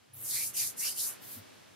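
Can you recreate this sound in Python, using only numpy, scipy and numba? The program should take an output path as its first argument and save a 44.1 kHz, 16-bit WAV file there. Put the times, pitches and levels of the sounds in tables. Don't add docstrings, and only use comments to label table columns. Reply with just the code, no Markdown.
import sys
import numpy as np
from scipy import signal
from scipy.fft import rfft, irfft
from scipy.io import wavfile
from scipy.ndimage import uniform_filter1d
from numba import njit

SR = 44100
rng = np.random.default_rng(int(sys.argv[2]) if len(sys.argv) > 2 else 0)


def to_wav(s):
    ch = np.atleast_2d(s).T
    pcm = np.round(np.clip(ch, -1, 1) * 32767)
    wavfile.write(sys.argv[1], SR, pcm.astype(np.int16))


N = 77175

# (start [s], attack [s], end [s], release [s], level [dB], sag [dB], tilt [dB/octave])
STROKES = [(.17, .175, .531, .066, -1.9, -7.2, 1), (.526, .048, .737, .066, -2.3, -7.4, 0),
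           (.755, .046, .96, .068, -6.8, 1, 0), (.933, .058, 1.168, .09, -5.1, -5.2, 0.6)]
# (start [s], attack [s], end [s], release [s], level [dB], rise [dB], high-pass corner [Hz])
TIP_TOUCHES = [(.127, 0.017, 0.17, 0.016, -52, 7, 9600), (.14, 0.023, 0.29, 0.027, -50, 10.5, 6100),
               (1.195, 0.032, 1.417, 0.081, -52.5, 14.5, 2880)]
# (time [s], corner [Hz])
HISS_EDGE = [(.2, 9800), (.235, 7600), (0.249, 5300), (.285, 4950), (0.313, 3600), (.38, 3680), (.45, 4380),
             (.49, 5050), (.55, 5100), (0.578, 4050), (.64, 3780), (.70, 4830), (.78, 5040), (.86, 4150),
             (.955, 4400), (1.005, 3600), (1.05, 4270), (1.085, 5300), (1.17, 5770)]
# (start [s], end [s], first centre [Hz], last centre [Hz], width [Hz], level [dB])
SCRAPES = [(0.315, 0.47, 1880, 2580, 600, -47), (0.531, 0.679, 2970, 1930, 850, -49),
           (0.797, 0.875, 1950, 2630, 520, -49), (0.811, 0.922, 2540, 3030, 480, -45.5),
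           (0.962, 1.001, 2880, 3140, 300, -51)]
# (start [s], end [s], centre [Hz], width [Hz], level [dB])
RINGS = [(0.129, .152, 11100, 450, -52), (0.293, 0.398, 4370, 950, -46.5), (.538, 0.562, 6000, 600, -47),
         (0.572, 0.616, 4930, 330, -42), (.585, .625, 6100, 1500, -39), (0.786, 0.814, 5840, 650, -43.5),
         (0.839, 0.891, 5400, 1600, -38), (.848, .888, 863, 260, -61.5), (0.849, 0.964, 4850, 800, -48),
         (.983, 1.015, 5500, 500, -44.5)]
# (start [s], end [s], level [dB])
PRESSES = [(0.302, 0.41, -65), (0.578, 0.653, -60), (0.838, 0.903, -51), (0.988, 1.205, -56)]
# (frequency [Hz], relative level [dB])
BRISTLE_SPECTRUM = [(1000, -24), (3500, 0), (5000, -5.5), (6500, -3), (8000, -3), (9500, -1), (11000, 0.5),
                    (12500, -1.5), (14000, -5.5), (15500, -19.5)]
# (frequency [Hz], relative level [dB])
TIP_SPECTRUM = [(1500, -5), (4000, -8), (7000, -6.5), (10000, -3), (11100, 1.5), (12500, 5), (14000, -1.5),
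                (15500, -4)]
# (frequency [Hz], left-right correlation [-])
HISS_CORRELATION = [(1000, 0.91), (3500, 0.72), (5000, 0.41), (6500, -0.13), (8500, -0.21), (12000, -0.12)]
# (start [s], end [s], level [dB])
RUMBLE_SWELLS = [(0.067, 0.308, -60), (0.3, 0.4, -59), (0.377, 0.558, -63), (0.527, 0.738, -61.5),
                 (1.213, 1.36, -67)]
# (frequency [Hz], relative level [dB])
RUMBLE_TONES = [(103, -5), (129, -1.5)]
# (frequency [Hz], level [dB], start [s], end [s])
BUMP_MODES = [(102.5, -56, 1.354, 1.428), (228, -56.5, 1.348, 1.407), (272, -57.5, 1.348, 1.395)]
# (frequency [Hz], relative level [dB])
AIR_SPECTRUM = [(25, -57), (45, -13), (70, -12.5), (110, -3.5), (170, 3), (260, 5), (450, 3), (800, -1),
                (1500, -5), (3000, -6.5), (6000, -11), (10000, -15), (13000, -19), (15500, -27)]
# (frequency [Hz], left-right correlation [-])
AIR_CORRELATION = [(50, 1), (100, -0.034), (200, -0.59), (450, -0.68), (900, -0.31), (1600, 0.42),
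                   (4000, 0.61), (7000, -0.13), (12000, 0.0083)]


def brush_strokes(gain_db=-26, pivot_hz=9000):
    grain, hiss = friction(on_bins(HISS_CORRELATION)), 0
    for *timing_s, db, sag_db, tilt in STROKES:
        spectrum = [(hz, level + tilt * np.log2(hz / pivot_hz)) for hz, level in BRISTLE_SPECTRUM]
        hiss += colour(grain, spectrum) * envelope(*timing_s, gain_db + db, sag_db)
    edge_hz = np.interp(times(), *np.array(HISS_EDGE).T)
    return highpass(hiss, edge_hz)


def friction(correlation, flicks_per_s=6700, spread_db=3, smooth_share=0.74, judder_db=0.66):
    hits = rng.random(N) < flicks_per_s / SR
    flicks = unit(hits * undb(spread_db * np.minimum(rng.exponential(size=N), 2 * np.pi)))
    power = smooth_share + (1 - smooth_share) * flicks ** 2
    amplitude = np.sqrt(power) * undb(judder_db * wander(rate_hz=120))
    return unit(stereo(amplitude * rng.standard_normal((2, N)), correlation))


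def tip_touches(left_bias_db=1.0):
    hiss = colour(friction(on_bins(HISS_CORRELATION)), TIP_SPECTRUM)
    pan = undb([[left_bias_db / 2], [-left_bias_db / 2]])
    return pan * sum(highpass(hiss, edge_hz) * envelope(*shape) for *shape, edge_hz in TIP_TOUCHES)


def scrapes():
    grain, out = friction(correlation=0.66), 0
    for start_s, end_s, first_hz, last_hz, width_hz, db in SCRAPES:
        centre_hz = np.interp(times(), [start_s, end_s], [first_hz, last_hz])
        out += band(grain, centre_hz, width_hz) * swell(start_s, end_s, db)
    return out


def bristle_rings():
    grain = friction(correlation=0.45)
    return sum(band(grain, hz, width_hz) * swell(start_s, end_s, db)
               for start_s, end_s, hz, width_hz, db in RINGS)


def presses():
    rub = band(friction(correlation=0.86), hz=1400, width_hz=4000)
    return rub * sum(swell(*press) for press in PRESSES)


def hollow(pair, hz=3400, width_hz=190, depth=0.85):
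    return pair - depth * filtered(pair, hz, width_hz, "band")


def tiled_room(pair, t60_s=0.15, wet_db=-5.5):
    tail = rng.standard_normal((2, N)) * undb(-60 * times() / t60_s)
    tail /= np.sqrt(np.sum(tail ** 2, axis=1, keepdims=True))
    return pair + undb(wet_db) * signal.fftconvolve(pair, tail, axes=1)[:, :N]


def rumble():
    beating = sum(tone(hz, waver=0.04) * undb(db) for hz, db in RUMBLE_TONES)
    return beating * sum(swell(*row) for row in RUMBLE_SWELLS)


def bump():
    return sum(tone(hz, waver=0.03) * swell(start_s, end_s, db) for hz, db, start_s, end_s in BUMP_MODES)


def room_noise(air_db=-53, hum_db=-72, rise_db=10.5, rise_span_s=(0.11, 0.26),
               fade_from_s=1.39, fade_db_per_s=11.5):
    air = colour(stereo(rng.standard_normal((2, N)), on_bins(AIR_CORRELATION)), AIR_SPECTRUM)
    level_db = np.interp(times(), rise_span_s, [air_db - rise_db, air_db])
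    level_db -= fade_db_per_s * np.maximum(times() - fade_from_s, 0)
    hum = band(rng.standard_normal((1, N)), hz=106, width_hz=21)
    return air * undb(level_db) + hum * undb(hum_db)


def undb(db):
    return 10 ** (np.asarray(db) / 20)


def unit(x):
    return x / np.sqrt(np.mean(x ** 2))


def times():
    return np.arange(N) / SR


def envelope(start_s, attack_s, end_s, release_s, db, change_db, curve=1.47):
    t = times()
    ramps = np.clip((t - start_s) / attack_s, 0, 1) * np.clip((end_s - t) / release_s, 0, 1)
    progress = np.clip((t - start_s) / (end_s - start_s), 0, 1)
    return ramps ** curve * undb(db + change_db * progress)


def swell(start_s, end_s, db, curve=1):
    progress = np.clip((times() - start_s) / (end_s - start_s), 0, 1)
    return np.sin(np.pi * progress) ** curve * undb(db)


def wander(rate_hz):
    hold = int(SR / rate_hz)
    steps = np.repeat(rng.standard_normal(N)[:N // hold + 1], hold)
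    return unit(uniform_filter1d(uniform_filter1d(steps, hold), hold)[:N])


def tone(hz, waver):
    pitch_hz = hz * (1 + waver * wander(rate_hz=79.77))
    return np.sqrt(2) * np.sin(2 * np.pi * np.cumsum(pitch_hz) / SR)


def on_bins(points):
    hz, value = np.array(points, float).T
    bins_hz = np.maximum(np.fft.rfftfreq(N, 1 / SR), 1)
    return np.interp(np.log(bins_hz), np.log(hz), value)


def colour(x, spectrum):
    return unit(irfft(rfft(x) * undb(on_bins(spectrum)), N))


def stereo(pair, correlation):
    c = np.clip(correlation, -.98, .98)
    mid, side = rfft(pair) * np.sqrt([1 + c, 1 - c]).reshape(2, -1)
    return irfft(np.array([mid + side, mid - side]), N) / np.sqrt(2)


@njit
def svf(x, hz, width_hz):
    out, band_state, low_state = np.empty((2, len(x))), 0., 0.
    for i in range(len(x)):
        g, damping = np.tan(np.pi * hz[i] / SR), width_hz[i] / hz[i]
        mid = (band_state + g * (x[i] - low_state)) / (1 + g * (g + damping))
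        low = low_state + g * mid
        band_state, low_state = 2 * mid - band_state, 2 * low - low_state
        out[0, i], out[1, i] = damping * mid, x[i] - damping * mid - low
    return out


def filtered(channels, hz, width_hz, kind):
    hz, width_hz = hz * np.ones(N), width_hz * np.ones(N)
    output = ("band", "high").index(kind)
    return np.array([svf(np.ascontiguousarray(x), hz, width_hz)[output] for x in channels])


def band(channels, hz, width_hz):
    return unit(filtered(filtered(channels, hz, width_hz, "band"), hz, width_hz, "band"))


def highpass(pair, hz, stages=4, corner_q_scale=0.79):
    for k in range(stages):
        damping = 2 * np.sin(np.pi * (2 * k + 1) / (4 * stages)) / (corner_q_scale if k == 0 else 1)
        pair = filtered(pair, hz, damping * hz, "high")
    return pair


def scene():
    brush = brush_strokes() + tip_touches() + scrapes() + bristle_rings() + presses()
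    return tiled_room(hollow(brush)) + rumble() + bump() + room_noise()


def record(dry, top_hz=15700):
    return signal.sosfilt(signal.ellip(10, .2, 80, top_hz, fs=SR, output="sos"), dry)


dry = scene()
out = record(dry)
to_wav(out)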